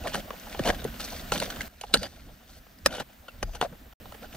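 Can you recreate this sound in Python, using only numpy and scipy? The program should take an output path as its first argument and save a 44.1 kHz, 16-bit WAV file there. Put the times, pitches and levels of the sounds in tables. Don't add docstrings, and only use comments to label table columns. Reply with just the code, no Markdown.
import sys
import numpy as np
from scipy import signal
from scipy.fft import rfft, irfft
from scipy.io import wavfile
from scipy.ndimage import map_coordinates

SR = 44100
rng = np.random.default_rng(int(sys.argv[2]) if len(sys.argv) > 2 else 0)


def how_loud(loudness_db):
    steps = np.asarray(loudness_db, float) / 20
    return 10 ** steps


def wav_out(sig):
    wavfile.write(sys.argv[1], SR, np.round(np.clip(np.atleast_2d(sig).T, -1, 1) * 32767).astype(np.int16))


N = 192672

# pitch_hz, level_db
FAR_AIR_SPECTRUM = [(71, -53), (120, -42), (195, -1.5), (468, -23), (718, -12), (791, -18.5), (1140, -18.5),
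                    (1820, -15), (2220, -22), (2590, -20.5), (5630, -27), (12500, -33), (16200, -68),
                    (22000, -120)]
# pitch_hz, likeness (0 to 1)
AIR_LIKENESS = [(60, 0.71), (200, 0.91), (600, 0.05), (1400, 0.24), (6000, 0.89), (15000, .1)]
# top_s, rumble_db, flutter_db (relative
GUSTS = [(0.03, -38.5, -5), (0.63, -34.5, -16), (0.859, -43, -2.5), (1.2, -52, 1.5), (1.36, -45, 5),
         (1.58, -51.5, -23), (1.97, -38.5, -6.5), (2.24, -48, -10.5), (2.55, -56.5, -7), (2.87, -46, -0.5),
         (3.45, -36, -18), (3.7, -51.5, -7), (4.05, -46.5, -17.5), (4.37, -44, -5)]
# start_s, gain_db, drift_db_per_s
SHOT_GAINS = [
    (0, -0.5, 2.5),
    (1.681, -11, 1.7),
    (3.97, -2.5, -6),
]
# pitch_hz, width_hz, level_db
EARTH_MODES = [(190, 223, -5.5), (326, 123, -8), (560, 225, -1.5), (635, 160, 5), (830, 36, -10)]
# pitch_hz, width_hz, level_db
SHALE_MODES = [(1342, 122, -1), (1482, 174, 3), (1760, 500, -3), (2115, 1250, -4.5), (2950, 450, -2),
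               (3613, 320, -4)]
# pitch_hz, width_hz, level_db
STEEL_MODES = [(4160, 280, 6), (4804, 150, 4.5), (4930, 67, -21.5), (5860, 250, 4.5), (6160, 147, -2.5),
               (8380, 330, -9), (9480, 460, -6), (9800, 83, -12.5), (11360, 2500, -13)]
# time_s, flow_db, fineness_db
TRICKLE = [(0.0, -50, -7), (0.16, -41, 1.5), (0.24, -57.5, -6), (0.44, -52.5, 0.5), (0.69, -43, -3.5),
           (0.84, -52.5, -2.5), (1.08, -56.5, 8), (1.22, -56.5, 0.5), (1.38, -44.5, 0), (1.66, -50.5, 2),
           (1.69, -64.5, 2.5), (2.02, -52, 5), (2.11, -56.5, 3.5), (2.4, -65, 2.5), (2.83, -69, 3),
           (3.6, -61.5, -4.5), (3.93, -69.5, -3), (4.37, -65, -2.5)]
# start_s, length_s, drag_db,
# fineness_db, swell_db (start to end)
STROKES = [(0.043, 0.032, -60, 7, 1.5), (0.07, 0.03, -37, 1.5, -8), (0.136, 0.072, -33.5, -2.5, -12.5),
           (0.65, 0.058, -22, -1.5, 1.5), (0.995, 0.067, -35, 5, 0.5), (1.073, 0.15, -39, 5, -3),
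           (1.326, 0.08, -31.5, 2.5, -19), (1.418, 0.052, -33, 2, -15), (1.984, 0.033, -48, 2, -11),
           (2.016, 0.052, -37.5, -6.5, 7), (2.477, 0.11, -55.5, 10, 5), (2.879, 0.033, -43, -6.5, -6),
           (2.909, 0.12, -35, -2, -4), (3.53, 0.042, -48, 1.5, 11), (3.623, 0.047, -35.5, -6, -23.5),
           (4.221, 0.043, -41.5, -6, -7.5), (4.304, 0.058, -47, 3, 16), (4.002, 0.17, -63, -10, -0.5),
           (1.835, 0.018, -40, -2, -5)]
# start_s, peak_db, first_hz, last_hz, t60_s
GROUND_SHOCKS = [
    (.597, -17, 514, 69.4, 0.078),
    (.85, -16, 480, 387, 0.03),
    (1.325, -43, 405, 149, 0.21),
    (1.945, -18, 710, 410, 0.044),
    (1.966, -31, 303, 190, 0.22),
    (2.863, -25.5, 604, 138, 0.07),
    (3.437, -25.5, 59, 33.6, 0.41),
    (3.623, -35, 680, 560, 0.029),
]
# start_s, end_s, pitch_hz, width_hz, level_db
RUBBED_RINGS = [
    (1.973, 2.066, 4760, 70, -47),
    (3.281, 3.3, 2710, 89.5, -52),
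    (3.44, 3.56, 4900, 60, -65),
    (3.454, 3.585, 6020, 60.6, -65),
    (1.833, 1.851, 714, 80.4, -49),
    (2.93, 2.974, 2940, 120, -48),
]
# start_s, peak_db, pitch_hz,
# crush_ms
FLAKES = [(0.0365, -31, 2670, 4.1), (0.398, -29, 6000, 1.6), (0.495, -35, 5140, 9), (0.746, -24, 3140, 1.6),
          (0.9408, -31.5, 2860, 2.8), (0.9967, -26, 1270, 7.1), (1.0041, -21, 4740, 1),
          (1.085, -29, 3220, 5.8), (1.3574, -17.5, 1460, 4.9), (1.377, -17, 3440, 5.1),
          (1.421, -25, 1460, 4.1), (1.5596, -27, 3100, 3.4), (1.6069, -19, 2110, 3.3),
          (1.6075, -24.5, 6500, 2.2), (1.6159, -20, 3200, 1.6), (1.972, -20, 4500, 2.7),
          (2.0632, -30, 1490, 1.6), (2.6657, -41, 640, 7), (2.7857, -41, 4860, 5.5),
          (2.871, -21, 5200, 4.1), (2.968, -29.5, 6200, 2.2), (1.277, -36, 4900, 3.5),
          (3.555, -33, 6200, 4.8), (4.347, -31.5, 2900, 6), (2.9503, -23, 3070, 2.2),
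          (3.1277, -45, 2950, 9), (3.5346, -35.5, 2720, 0.73), (3.9257, -40, 1420, 1.9),
          (4.3256, -35, 2740, 12)]
# start_s, peak_db, pitch_hz, crush_ms
CLODS = [(0.1198, -29, 795, 3.4), (0.3048, -17, 1134, 2.6), (0.4658, -30, 830, 17), (0.5453, -21, 844, 7.2),
         (0.6534, -22, 780, 5), (0.849, -19.5, 433, 2.9), (1.5293, -32, 396, 5.5), (1.8358, -21.5, 800, 5),
         (3.003, -24, 820, 4), (2.9818, -20.5, 830, 3.7), (3.6244, -18.5, 562, 6.2), (3.6465, -33, 573, 6),
         (3.7241, -33, 440, 15), (4.0549, -29.5, 780, 7), (4.2275, -40, 900, 14)]
# start_s, peak_db, pitch_hz, crush_ms, fall_db_per_octave (away from that pitch)
STRIKES = [(0.0705, -18.5, 1730, 10.7, 6), (0.1438, -19.5, 560, 5.3, 1.5), (0.153, -19.5, 604, 2.5, 0.5),
           (0.5913, -18, 537, 7.9, 2.7), (0.6741, -16.5, 610, 3.6, 0.7), (0.7923, -32.5, 1550, 1.9, 5),
           (0.8416, -17, 9100, 4.2, 6), (1.3188, -12, 1340, 7.9, 0.6), (1.3993, -11, 4160, 3.9, 9),
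           (1.501, -20.5, 3180, 7.9, 7.5), (1.568, -33, 560, 3.2, 4), (1.811, -22, 3060, 5.1, 6),
           (1.9388, -3, 4620, 6.1, 4), (1.9506, -21, 8600, 16, -0.2), (1.967, -24.5, 1500, 6.2, 5),
           (2.0297, -19.5, 4450, 5, 4.5), (2.8595, 1.6, 4900, 4.2, 3.6), (2.9963, -25.5, 4730, 21, 1.3),
           (3.2813, -27, 1350, 9.9, 8), (3.4271, -19, 6000, 6.5, 0.3), (3.548, -30.5, 810, 13.4, 1),
           (3.612, -12.5, 830, 4.2, 3), (4.1208, -35, 1310, 4.5, 1), (4.143, -37.5, 760, 13, 2)]

CLOD_FALL_DB, FLAKE_FALL_DB = 9.5, 8
EARTH_HZ, SHALE_HZ, STEEL_HZ = 560, 1920, 4630
EARTH_GRIT_DB, SAND_GRIT_DB = -4.5, 1
CONTACT_S = 0.011
GUST_RISE_DB_PER_S, GUST_FALL_DB_PER_S = 187, 113
CALM_RUMBLE_DB, CALM_FLUTTER_DB = -54, -61
AIR_DB, HISS_DB = -57, -53
PORT_LAG = 1.75
SILENCE_START_S, SILENCE_END_S = 3.9355, 4.0
CUTOFF_HZ = 15800


def in_time(rows):
    s, *columns = np.transpose(rows)
    return [np.interp(np.arange(N) / SR, s, c) for c in columns]


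def at_hz(points, hz):
    points_hz, values = np.transpose(points)
    return np.interp(np.log(hz), np.log(points_hz), values)


def rms_one(x):
    return x / np.sqrt(np.mean(x ** 2) + 1e-20)


def drift(rate):
    knots = rng.standard_normal(2000)
    steps = np.arange(0, N + 64, 64)
    slow = map_coordinates(knots, [steps / SR * rate * 2], order=3, mode="wrap")
    return np.interp(np.arange(N), steps, slow)


def filtered(x, order, hz, kind="low"):
    return signal.lfilter(*signal.butter(order, hz, kind, fs=SR), x)


def band(x, order, low_hz, high_hz):
    return signal.sosfilt(signal.butter(order, [low_hz, high_hz], "band", fs=SR, output="sos"), x)


def resonance(x, hz, width_hz):
    r = np.exp(-np.pi * width_hz / SR)
    feed = np.array([1, 0, -1]) * (1 - r * r) / 2
    return signal.lfilter(feed, [1, -2 * r * np.cos(2 * np.pi * hz / SR), r * r], x + 1e-18)


def body(force, modes, uneven_db):
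    total = sum(np.pi * width * how_loud(2 * db) / SR for hz, width, db in modes)
    out = 0
    for k, (hz, width, db) in enumerate(modes):
        met = force * how_loud(db + uneven_db * drift(25.0))
        out = out + (-1) ** k * resonance(met, hz, width)
    return out / np.sqrt(total)


def grains(per_s, spread_db):
    size = how_loud(spread_db * np.minimum(rng.exponential(1, N), 4)) * rng.choice([-1, 1], N)
    return rms_one(size * (rng.random(N) < per_s / SR))


def duller(x, top_hz):
    return filtered(x, 2, top_hz)


def microphone_gain_db():
    t, gain = np.arange(N) / SR, np.zeros(N)
    for start, db, db_per_s in SHOT_GAINS:
        gain = np.where(t >= start, db + db_per_s * (t - start), gain)
    return gain


def hiss():
    return rms_one(band(rng.standard_normal((2, N)), 6, 12700, 16500))


def far_air():
    out, edges = 0, 120 * 2 ** np.arange(0, 7.1, 1 / 3)
    white = rng.standard_normal((2, 2, N))
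    for k, (low, high) in enumerate(zip(edges, edges[1:])):
        mid, side = band(white[k % 2], 2, low, high)
        hz = np.sqrt(low * high)
        alike = np.clip(at_hz(AIR_LIKENESS, hz), 0, 1)
        gain = how_loud(at_hz(FAR_AIR_SPECTRUM, hz) + 1.4 * drift(10.0))
        stereo = np.sqrt(1 + alike) * mid + np.sqrt(1 - alike) * side * [[1], [-1]]
        out = out + gain * stereo
    return rms_one(out) * how_loud(8.0)


def gust_levels(gain_db):
    t = np.arange(N) / SR
    rumble, flutter = how_loud(CALM_RUMBLE_DB + gain_db), how_loud(CALM_FLUTTER_DB + gain_db)
    for top, db, flutter_db in GUSTS:
        slope = np.where(t < top, GUST_RISE_DB_PER_S, GUST_FALL_DB_PER_S)
        push = how_loud(db - slope * np.abs(t - top))
        rumble = rumble + push
        flutter = flutter + push * how_loud(flutter_db)
    return rumble, flutter


def wind(low_hz, high_hz):
    low = band(rng.standard_normal((2, N)), 2, low_hz, high_hz)
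    mid, side = rms_one(low) * how_loud(3.1 * drift(11.0))
    return (mid + how_loud(-20.5) * side * [[1], [-1]]) * how_loud([[-.8], [.8]])


def sorted_by_size(db, fineness_db):
    return how_loud([db - fineness_db + EARTH_GRIT_DB, db, db + fineness_db + SAND_GRIT_DB])


def grit_levels():
    t, levels = np.arange(N) / SR, sorted_by_size(*in_time(TRICKLE))
    for start, length, drag_db, fineness_db, swell_db in STROKES:
        near = (t > start - CONTACT_S) & (t < start + length + CONTACT_S)
        since = t[near] - start
        contact = np.clip(np.minimum(since, length - since) / CONTACT_S + .5, 0, 1)
        level_db = drag_db - 8.5 + swell_db * (since / length - .5)
        levels[:, near] += contact * sorted_by_size(level_db, fineness_db)
    return levels


def grit():
    clumps = how_loud(1.18 * drift(45.0))
    earth_level, shale_level, fine_level = grit_levels() * clumps
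    earth = body(rms_one(duller(grains(2500.0, 2.8), 2140)), EARTH_MODES, 3.71) * earth_level
    chips = filtered(grains(2500.0, 3.7), 1, [1200, 4600], "band")
    clatter = body(grains(2500.0, 7.0), SHALE_MODES, 4.24)
    shale = (0.95 * clatter + 0.49 * rms_one(chips)) * shale_level
    sand = filtered(grains(5000.0, 7.9), 1, [3800, 7500], "band")
    on_steel = body(grains(1000.0, 4.9), STEEL_MODES, 2.0)
    fine = (0.24 * rms_one(sand) + 0.32 * on_steel) * fine_level
    dust = filtered([grains(5400.0, 3.0), grains(4900.0, 5.0)], 2, 9000, "high")
    return earth + shale + fine, how_loud(-10.0) * dust * fine_level


def steel_ring():
    t, out = np.arange(N) / SR, 0
    rubbing = rng.standard_normal(N) * how_loud(1.7 * drift(40.0))
    for start, end, hz, width, db in RUBBED_RINGS:
        touching = rubbing * (t > start) * (t < end)
        out = out + how_loud(db) * np.sqrt(SR / width / np.pi) * resonance(touching, hz, width)
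    return out


def ground_shocks():
    out, t = np.zeros(N + SR), np.arange(SR // 2) / SR
    slide_s, rise_s = .008, 0.0027
    for s, db, first_hz, hz, t60 in GROUND_SHOCKS:
        turns = hz * t + (first_hz - hz) * slide_s * (1 - np.exp(-t / slide_s))
        level = how_loud(db - 60 * t / t60) * (1 - np.exp(-t / rise_s))
        out[round(s * SR):][:len(t)] += level * np.sin(2 * np.pi * turns)
    return out[:N]


def rung(bursts, modes, pitch_hz, peak_db):
    strengths = how_loud(2.48 * rng.standard_normal((len(bursts), len(modes))))
    out = 0
    for k, (hz, width, db) in enumerate(modes):
        out = out + (-1) ** k * how_loud(db) * strengths[:, [k]] * resonance(bursts, hz, width)
    low_hz, high_hz = modes[0][0], modes[-1][0]
    out += how_loud(-2.0) * resonance(bursts, np.sqrt(low_hz * high_hz), high_hz - low_hz)
    for k, hz in enumerate(pitch_hz):
        among = low_hz * .8 < hz < high_hz * 1.15
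        out[k] += among * how_loud(7.5) * resonance(bursts[k], hz, hz / 8)
    return out / np.abs(out).max(axis=1, keepdims=True) * how_loud(peak_db)[:, None]


def blows():
    clods = [(*row, CLOD_FALL_DB) for row in CLODS]
    flakes = [(*row, FLAKE_FALL_DB) for row in FLAKES]
    s, db, pitch_hz, crush_ms, fall_db = np.transpose([*STRIKES, *clods, *flakes])
    thud_db, crack_db, steel_db = (db - fall_db * np.abs(np.log2(pitch_hz / hz)) - .6
                                   for hz in (EARTH_HZ, SHALE_HZ, STEEL_HZ))
    lead = 700
    t = (np.arange(3400) - lead) / SR * 1000
    cuts = rng.integers(0, N - len(t), len(s))
    fractures = grains(12000.0, 2.4)[cuts[:, None] + np.arange(len(t))]
    after = np.maximum(t, 0)
    crush = np.exp(-(after / (0.7 * crush_ms[:, None])) ** 2) + how_loud(-11.5 - 2.6 * after)
    graze = how_loud(-27.5 + 2.0 * t) * (t < 0)
    bursts = fractures * (crush * (1 - np.exp(-after / 1.1)) + graze)
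    late = fractures[:, ::-1] * crush ** 0.96 * (1 - np.exp(-after / 2.2))
    thud = rung(duller(late, 1470), EARTH_MODES, pitch_hz, thud_db)
    crack = rung(duller(bursts, 3850), SHALE_MODES, pitch_hz, crack_db)
    steel = rung(bursts, STEEL_MODES, pitch_hz, steel_db)
    out = np.zeros(N + len(t))
    for start, row in zip(s, thud + crack + steel):
        out[round(start * SR) - lead:][:len(t)] += row
    return out[:N]


def ports(x):
    late = irfft(rfft(x) * np.exp(-2j * np.pi * np.arange(N // 2 + 1) / N * PORT_LAG), N)
    sway = how_loud(np.outer([1, -1], 0.87 * drift(0.85)))
    out = np.array([how_loud(-0.65) * x, how_loud(-0.5) * late]) * sway
    scattered = filtered(x, 1, 180, "high")
    for k, lag in enumerate((rng.uniform(.0008, .011, 28) * SR).astype(int)):
        echo = how_loud(-17.0 - 700 * lag / SR) * (-1) ** (k // 2) * scattered[:-lag]
        out[k % 2, lag:] += echo
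        out[1 - k % 2, lag:] -= 0.44 * echo
    return out


def scene():
    gain_db = microphone_gain_db()
    rumble, flutter = gust_levels(gain_db)
    crumbs, dust = grit()
    bank = ports(blows() + steel_ring() + ground_shocks() + crumbs) + dust
    gusts = rumble * wind(22.7, 69.4) + flutter * wind(110, 265)
    background = how_loud(AIR_DB + gain_db) * far_air() + how_loud(HISS_DB + gain_db) * hiss()
    return bank + gusts + background


def top_cut(x):
    return signal.sosfilt(signal.butter(12, 16650, fs=SR, output="sos"), x)


def record(dry):
    t = np.arange(N) / SR
    trace = how_loud(-35.5 - 770 * (t - SILENCE_START_S)) * (t < SILENCE_START_S + .034)
    gate = np.where((t > SILENCE_START_S) & (t < SILENCE_END_S), trace, 1)
    rounded = 1.1 * np.tanh(dry / 1.1)
    low_pass = signal.cheby2(10, 30, CUTOFF_HZ + 150, fs=SR, output="sos")
    return top_cut(signal.sosfilt(low_pass, rounded) * gate)


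dry = scene()
out = record(dry)
wav_out(out)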